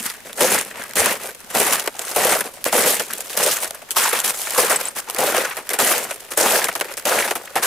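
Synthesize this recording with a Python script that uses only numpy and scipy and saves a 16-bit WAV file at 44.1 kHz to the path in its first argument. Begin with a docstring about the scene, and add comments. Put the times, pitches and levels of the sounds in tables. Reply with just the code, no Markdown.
"""Boots walk over crusted snow beside a frozen pond, heard from a small stereo microphone held by the walker.
From the start, over a faint hush of air, each step crushes the crust: noise bursts gathered in clumps ring
forty bands of resonators, and single cracks, kicked crumbs and scuffs are added to their envelopes.
At 1 s a heel thuds as a low damped sine; from 1.5 s lumps of ice squeak as narrow resonances.
Just before 5 s a small metal piece clinks in two decaying sines; the steps go on to the end."""
import sys
import numpy as np
from scipy import signal
from scipy.fft import rfft, irfft
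from scipy.io import wavfile

SR = 44100
rng = np.random.default_rng(int(sys.argv[2]) if len(sys.argv) > 2 else 0)


def pcm_store(signal):
    """Save signal as 16-bit PCM."""
    levels = np.round(np.clip(np.atleast_2d(signal), -1, 1) * 32767)
    wavfile.write(sys.argv[1], SR, levels.astype(np.int16).T)


def volts(x):
    """Linear amplitude factor 10**(x/20) for a level x in dB, scalar or array-like."""
    e = np.asarray(x, float) / 20
    return 10 ** e


N = 337806


def rms_one(x):
    """Normalization: mean power becomes one."""
    return x / np.sqrt(np.mean(x ** 2) + 1e-20)


def at_hz(points, hz):
    """Interpolation on a logarithmic frequency axis."""
    point_hz, value = np.transpose(points)
    return np.interp(np.log(hz), np.log(np.maximum(point_hz, 1)), value)


def dying(clicks, t60):
    """Exponential decay: every click leaves an envelope that falls 60 dB in t60 seconds."""
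    return signal.lfilter([1], [1, -volts(-60 / (t60 * SR))], clicks + 1e-18)


def resonance(x, hz, width):
    """Damped resonance: a pole pair with gain 1 at its peak and a bandwidth in Hz."""
    r = np.exp(-np.pi * width / SR)
    zeros = [(1 - r * r) / 2, 0, (r * r - 1) / 2]
    poles = [1, -2 * r * np.cos(2 * np.pi * hz / SR), r * r]
    return signal.lfilter(zeros, poles, x + 1e-18)


def grains(per_s, spread_db):
    """Shot noise: random clicks, mostly small and a few large, with rms 1."""
    sizes = volts(spread_db * np.minimum(rng.exponential(1, N), 5))
    return rms_one(sizes * (rng.random(N) < per_s / SR))


def clumps(per_s, spread_db, t60, steady):
    """Avalanche noise: pieces give way at once and crumble out, over a steady grinding."""
    crumbling = rms_one(dying(grains(per_s, spread_db), t60))
    return (steady + crumbling) / np.hypot(steady + 0.69, .8)


# Spectral slope of the open air. 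Each row: frequency in Hz, relative density in dB per Hz.
AIR_SPECTRUM = [(200, 4), (3000, -0.5), (15000, -7)]
AIR_DB = -45.5   # rms


def air():
    """Diffuse-field noise: a faint steady hush, uncorrelated in the two channels."""
    hz = np.maximum(np.fft.rfftfreq(N, 1 / SR), 1)
    spectrum = rfft(rng.standard_normal((2, N))) * volts(at_hz(AIR_SPECTRUM, hz))
    return volts(AIR_DB) * rms_one(irfft(spectrum, N))


# A boot takes weight, in a footfall or sinking further. Each row: full force in seconds, hold in seconds,
# nominal grit in dB, fade as the boot lifts in dB per second, lumps against grit in dB before the heel
# and toe change them, hollow packing snow against grit in dB likewise, rise before full force in seconds.
STEPS = [(0.0, 0.092, -27.5, 161, -1, -18, .03), (0.408, 0.14, -19, 152, 0.5, -6, 0.096),
         (0.966, 0.14, -20, 185, 0.5, -6.5, 0.033), (1.55, 0.18, -20, 123, -1, -6, 0.04),
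         (2.162, 0.16, -19, 118, -1.5, -3, 0.015), (2.727, 0.16, -19, 105, -2.5, -6, 0.015),
         (3.374, 0.11, -18, 87, -6.5, -11, 0.021), (3.966, 0.091, -18, 133, -3, -14.5, 0.026),
         (4.130, 0.035, -19, 177, -0.5, -12.5, 0.017), (4.578, 0.042, -17.5, 83, -1.5, -7, 0.031),
         (5.185, 0.1, -22, 85, -2.5, -1, 0.019), (5.347, 0.025, -22.5, 77, 3.5, -5.5, 0.037),
         (5.789, 0.14, -17.5, 106, -2.5, -5.5, 0.013), (6.375, 0.18, -17, 95, -3.5, -5.5, 0.018),
         (7.054, 0.13, -21, 86, 0.5, -2, 0.011), (7.556, 0.021, -24, 310, 5.5, 0.5, 0.0052)]
# The boot slips in the print or drags through the crust. Each row: full force in seconds, hold in seconds,
# nominal grit in dB, lumps against grit in dB.
SCUFFS = [(.2, 0.21, -44.5, 1), (0.746, 0.084, -36.5, 3), (0.848, 0.11, -41, 0.5), (1.2, 0.1, -33.5, -1),
          (1.503, 0.052, -31, -4), (1.994, 0.2, -30.5, -4), (3.079, .29, -33, -7.5),
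          (3.631, 0.0057, -23, -4.5), (4.244, 0.054, -19, -7.5), (4.34, 0.228, -26.5, -11),
          (4.8, 0.085, -28.5, -4), (4.964, 0.018, -25, -5), (5.075, 0.096, -33, 1),
          (6.049, 0.054, -33.5, 0), (6.318, 0.0032, -24.5, -4), (6.84, 0.09, -35.5, 0),
          (7.631, .04, -17, -4.5)]
SCUFF_RISE_S, SCUFF_FADE_DB_PER_S, SCUFF_PACK_DB = 0.032, 333, -3   # packing against lumps
CRUMBS_DB = -44.5, -46, -48   # loose crumbs that always trickle: grit, lumps, packing
HEEL_DB, HEEL_T60_S = 4, 0.78   # the heel packs the snow hardest at first
TOE_DB = -3.5   # the lumps break more softly until the weight rolls forward


def effort():
    """Power summation: grit, lump and packing envelopes of contacts that rise, hold and fade."""
    t = np.arange(N) / SR
    power = volts(2 * np.array(CRUMBS_DB))[:, None] * np.ones(N)
    contacts = [(s, held, db, fade, lump_db, pack_db, max(rise, .002), True)
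                for s, held, db, fade, lump_db, pack_db, rise in STEPS]
    contacts += [(s, held, db, SCUFF_FADE_DB_PER_S, lump_db, lump_db + SCUFF_PACK_DB, SCUFF_RISE_S, False)
                 for s, held, db, lump_db in SCUFFS]
    for s, held, db, fade, lump_db, pack_db, rise, footfall in contacts:
        span = slice(max(round((s - rise) * SR), 0), round((s + 1) * SR))
        age = t[span] - s
        swell = np.clip(1 + age / rise, 0, 1) ** 4
        shape = swell * volts(db - fade * np.maximum(age - held, 0))
        heel = volts(-60 * np.maximum(age, 0) / HEEL_T60_S) * footfall
        lumps = volts(lump_db + TOE_DB * heel)
        pack = volts(pack_db + HEEL_DB * heel)
        power[:, span] += (shape * [np.ones_like(age), lumps, pack]) ** 2
    return np.sqrt(power)


# Single cracks of the crust. Each row: start in seconds, nominal peak in dB,
# lumps against grit in dB before the common lump gain, nominal T60 in seconds.
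CRACKS = [(0.515, -18, -4, 0.14), (1.6288, -8, -3, 0.019), (1.725, -8, -11, 0.065),
          (1.8748, -9.5, -1.5, 0.024), (2.407, -13, -1.5, 0.041), (2.652, -12, -6.5, 0.16),
          (2.86, -6.5, -16, 0.38), (2.9956, -9, -8, 0.06), (3.297, -19, -33, 0.13),
          (3.907, -12.5, -22, 0.084), (3.463, -7.5, -5, 0.027), (3.512, -7.5, -20, 0.12),
          (4.506, -13, -9, 0.032), (4.698, -8.5, -6, 0.21), (5.379, -10.5, 0, 0.038),
          (5.569, -18.5, -4, 0.094), (5.702, -16, -5.5, 0.089), (5.733, -14, -8, 0.11),
          (6.685, -13.5, -1, 0.04), (6.7524, -14.5, -3.5, 0.072), (6.81, -10.5, -2.5, 0.044),
          (6.9703, -19, -11.5, 0.1), (7.3087, -11.5, -1.5, 0.045), (7.354, -15, -6.5, 0.076)]
# Crumbs and splinters that snap singly. Each row: start in seconds, nominal peak in dB.
TICKS = [(0.028, -20), (0.33, -21), (0.612, -13.5), (0.706, -27), (.838, -22), (.910, -24), (0.935, -20),
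         (1.059, -4), (1.2728, -23), (1.797, -9), (1.993, -10.5), (2.642, -12), (3.708, -14.5),
         (4.5478, -13.5), (4.7598, -12), (4.812, -13), (5.099, -11.5), (5.147, -17), (5.692, -8.5),
         (6.8, -14), (6.939, -19), (6.982, -23), (6.997, -20)]
TICK_LUMP_DB, TICK_T60_S = -11.5, 0.011
LANDING_DB, LANDING_LUMP_DB, LANDING_T60_S = 9.5, -8, 0.03   # peak over the grit of the step
CRACK_CREST_DB, CRACK_RISE = 4, 0.03   # peak of a crack over its rms; rise time over T60


def crack_envelopes():
    """Impulsive fracture: grit and lump envelopes of single cracks; the lumps settle more slowly."""
    grit, lumps = np.zeros(N), np.zeros(N)
    ticks = [(s, db, TICK_LUMP_DB, TICK_T60_S) for s, db in TICKS]
    # the crust cracks as the weight of each step lands
    landings = [(s, db + LANDING_DB, LANDING_LUMP_DB, LANDING_T60_S) for s, _, db, *_ in STEPS]
    for s, peak_db, lump_db, t60 in list(CRACKS) + ticks + landings:
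        at = round(s * SR)
        age = np.arange(min(N - at, SR // 4)) / SR
        t60 = max(t60, .005)
        span = slice(at, at + len(age))
        level_db = peak_db - CRACK_CREST_DB
        snap = 1.8 * volts(-60 * age / 0.005)   # the first break is the sharpest
        rise = 1 - np.exp(-age / (CRACK_RISE * t60))
        grit[span] += (rise + snap) * volts(level_db - 60 * age / t60)
        lumps[span] += rise * volts(level_db + lump_db + 10.5 - 60 * age / (1.28 * t60))
    return grit, lumps


# Boom of the ground under the packing snow along the path.
# Each row: time in seconds, boom against packing in dB.
BOOM = [(0, -12), (4.4, -15.5), (7.6, -17.5)]
# Thin crust on bare ice sounds higher than deep snow.
# Each row: time in seconds, tilt of the packing and lump sound in dB per octave.
HARDNESS = [(0, -3.5), (2.2, 2), (3, -2), (3.4, 1), (4.6, 4), (5.3, 1), (6.8, 1), (7.6, 2)]
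# Spectral shape of breaking crust, normalized within each size. Each row: frequency in Hz, density in dB per Hz.
CRUST_SPECTRUM = [(40, -99), (96, -37.5), (194, -24), (312, -7), (479, 4.5), (1040, -5), (1680, -1.5),
                  (4340, -13.5), (10400, -4), (13400, -13.5), (15500, -43)]
# Edges between boom, packing, lumps and grit. Each entry: frequency in Hz.
SIZE_EDGES_HZ = [260, 800, 2600]
# Likeness of the channels. Each row: frequency in Hz, left-right correlation, held to 0.99 at most.
LIKENESS = [(240, 1), (950, 0.84), (3770, 0.57), (15000, 0.46)]
# Balance of the channels. Each row: frequency in Hz, left over right in dB.
LEAN = [(240, -0.3), (950, 2.5), (3770, 0)]
SPLINTERS_PER_S, SPLINTER_SHARE = 1200, .27   # crystals that snap over the whole treble; share of power
SKIRT_HZ = 283   # small pieces give little below this


def crust():
    """Modal excitation: fractures ring a few cycles at many pitches, small pieces more often than large."""
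    grit_level, lump_level, pack_level = effort()
    grit_cracks, lump_cracks = crack_envelopes()
    t = np.arange(N) / SR
    # full weight grinds evenly, a lifted boot only sheds crumbs
    load = np.clip((20 * np.log10(grit_level) + 33.5) / 14, 0, 1)
    sole = clumps(per_s=80, spread_db=3.0, t60=.06, steady=.85 + 2.2 * load)   # the whole sole shifts
    grit = grit_level * sole * clumps(per_s=130, spread_db=3.5, t60=0.016, steady=1.1 + 2.3 * load)
    lumps = lump_level * sole * clumps(per_s=56, spread_db=6.0, t60=0.15, steady=1.1 + 17.0 * load)
    pack = pack_level * sole * clumps(per_s=260, spread_db=3.5, t60=0.63, steady=4.5 + 2.6 * load)
    grit = np.hypot(grit, grit_cracks)
    lumps = np.hypot(lumps, lump_cracks * volts(-6.5))
    pack = np.hypot(pack, lump_cracks * volts(-8.0))
    boom = pack * volts(np.interp(t, *np.transpose(BOOM)))
    drive = boom, pack, lumps, grit

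    tilt_db = np.interp(t, *np.transpose(HARDNESS))
    pitches = np.geomspace(45, 15500, num=40)
    sizes = np.digitize(pitches, SIZE_EDGES_HZ)
    power = volts(2 * at_hz(CRUST_SPECTRUM, pitches)) * pitches
    splinters = np.array([grains(SPLINTERS_PER_S, spread_db=3.0) for _ in range(2)])
    splinters = splinters * rng.choice([-1, 1], (2, N))
    ground, pieces = np.zeros((2, N)), np.zeros((2, N))
    for hz, band_power, size in zip(pitches, power, sizes):
        share = band_power / power[sizes == size].sum()
        per_s = 600 * (hz / 1000) ** .8
        born = rng.random((2, N)) < per_s / SR
        force = born * rng.standard_normal((2, N)) * np.sqrt(SR / per_s)
        if size > 2:
            force = np.sqrt(1 - SPLINTER_SHARE) * force + np.sqrt(SPLINTER_SHARE) * splinters
        # pieces of one size come in patches
        patchy = clumps(per_s=25, spread_db=2.5, t60=.09, steady=1.6)
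        if 200 < hz < 1500:
            patchy = patchy * volts(tilt_db * np.log2(min(hz, 1000) / 550))
        width = 0.19 * hz
        ringing = resonance(force * drive[size] * patchy, hz, width)
        mid, side = ringing * np.sqrt(share * SR / (np.pi * width))
        alike = np.clip(at_hz(LIKENESS, hz), 0, .99)
        pair = np.sqrt((1 + alike) / 2) * mid + np.sqrt((1 - alike) / 2) * side * [[1], [-1]]
        pair = pair * volts(at_hz(LEAN, hz) / 2 * np.array([[1], [-1]]))
        if size == 0:
            ground += pair
        else:
            pieces += pair
    skirt = signal.butter(2, SKIRT_HZ, "high", fs=SR, output="sos")
    return ground + signal.sosfilt(skirt, pieces)


# Heels reaching the ice below. Each row: start in seconds, level in dB before the onset is softened.
THUDS = [(0.999, -27)]
THUD_HZ, THUD_T60_S = 90.4, 0.1


def thuds():
    """Damped oscillation: a soft blow gives one low swing that swells in over a few milliseconds."""
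    s, level_db = np.transpose(THUDS)
    hits = np.zeros(N)
    hits[np.round(s * SR).astype(int)] = volts(level_db)
    soft = signal.lfilter([.01], [1, -.99], dying(hits, THUD_T60_S))
    return soft * np.sin(2 * np.pi * THUD_HZ * np.arange(N) / SR)


# A lump of ice slips or breaks loose and rings at one pitch.
# Each row: start in seconds, pitch in Hz, peak in dB.
SQUEAKS = [(1.548, 587, -11.5), (2.661, 486, -9), (2.728, 650, -8), (3.001, 700, -16), (3.351, 650, -23),
           (3.399, 850, -11.5), (4.052, 905, -11), (4.077, 910, -13.5), (4.559, 1230, -12.5),
           (4.590, 980, -12.5), (5.448, 1470, -12), (6.554, 1570, -11), (6.616, 1800, -11.5),
           (6.668, 2000, -18), (6.714, 2000, -21.5), (7.118, 1450, -9), (7.185, 2000, -10),
           (7.203, 1500, -12), (7.222, 1990, -12.5), (7.473, 1990, -25), (7.560, 800, -8)]
SLIP_S, SQUEAK_WIDTH = .012, 0.23   # length of the slip; bandwidth over pitch


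def squeaks():
    """Friction-driven resonance: each slip is a short rough push into one narrow mode."""
    out, size = np.zeros(N + SR), SR // 20
    age = np.arange(size) / SR / SLIP_S
    push = np.sin(np.pi * np.minimum(age, 1) ** .5)
    for s, hz, peak_db in SQUEAKS:
        rough = rng.standard_normal(size)
        ring = resonance(rough * push, hz, SQUEAK_WIDTH * hz)
        at = round(s * SR)
        out[at:at + size] += volts(peak_db) * ring / np.abs(ring).max()
    return out[:N]


# Metal clinks. Each row: start in seconds, upper mode's starting level in dB before the channel balance,
# lower mode against upper in dB.
CLINKS = [(4.7166, -13, -13.5), (4.7264, -13, -7), (4.7617, -8.5, 0), (4.8544, -20, 6), (4.885, -12, -21)]
# Modes of the metal, upper first. Each row: frequency in Hz, T60 in seconds.
METAL_MODES = [(8660, 0.025), (7760, 0.029)]


def clinks():
    """Modal ringing: a small metal piece on the clothing is struck and rings in two short modes."""
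    s, upper_db, lower_db = np.transpose(CLINKS)
    out = np.zeros(N)
    for (hz, t60), level_db in zip(METAL_MODES, (upper_db, upper_db + lower_db)):
        hits = np.zeros(N)
        hits[np.round(s * SR).astype(int)] = volts(level_db)
        out += dying(hits, t60) * np.sin(2 * np.pi * hz * np.arange(N) / SR)
    return out * volts(np.array([[1.0], [-1.0]]))   # left up 1 dB, right down 1 dB


def scene():
    """Superposition: the pressures of all sources add."""
    return air() + crust() + thuds() + squeaks() + clinks()


def band_limit(x):
    """A steep low-pass at the top of the band."""
    return signal.sosfilt(signal.butter(12, 16990, fs=SR, output="sos"), x)


def record(dry):
    """Saturation and band limiting: peaks are rounded, then the top of the treble is cut."""
    ceiling, cutoff_hz = .86, 16400
    rounded = ceiling * np.tanh(dry / ceiling)
    lowpass = signal.cheby2(12, 60, cutoff_hz, fs=SR, output="sos")
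    mix = signal.sosfilt(lowpass, rounded)
    return band_limit(mix)


dry = scene()
out = record(dry)
pcm_store(out)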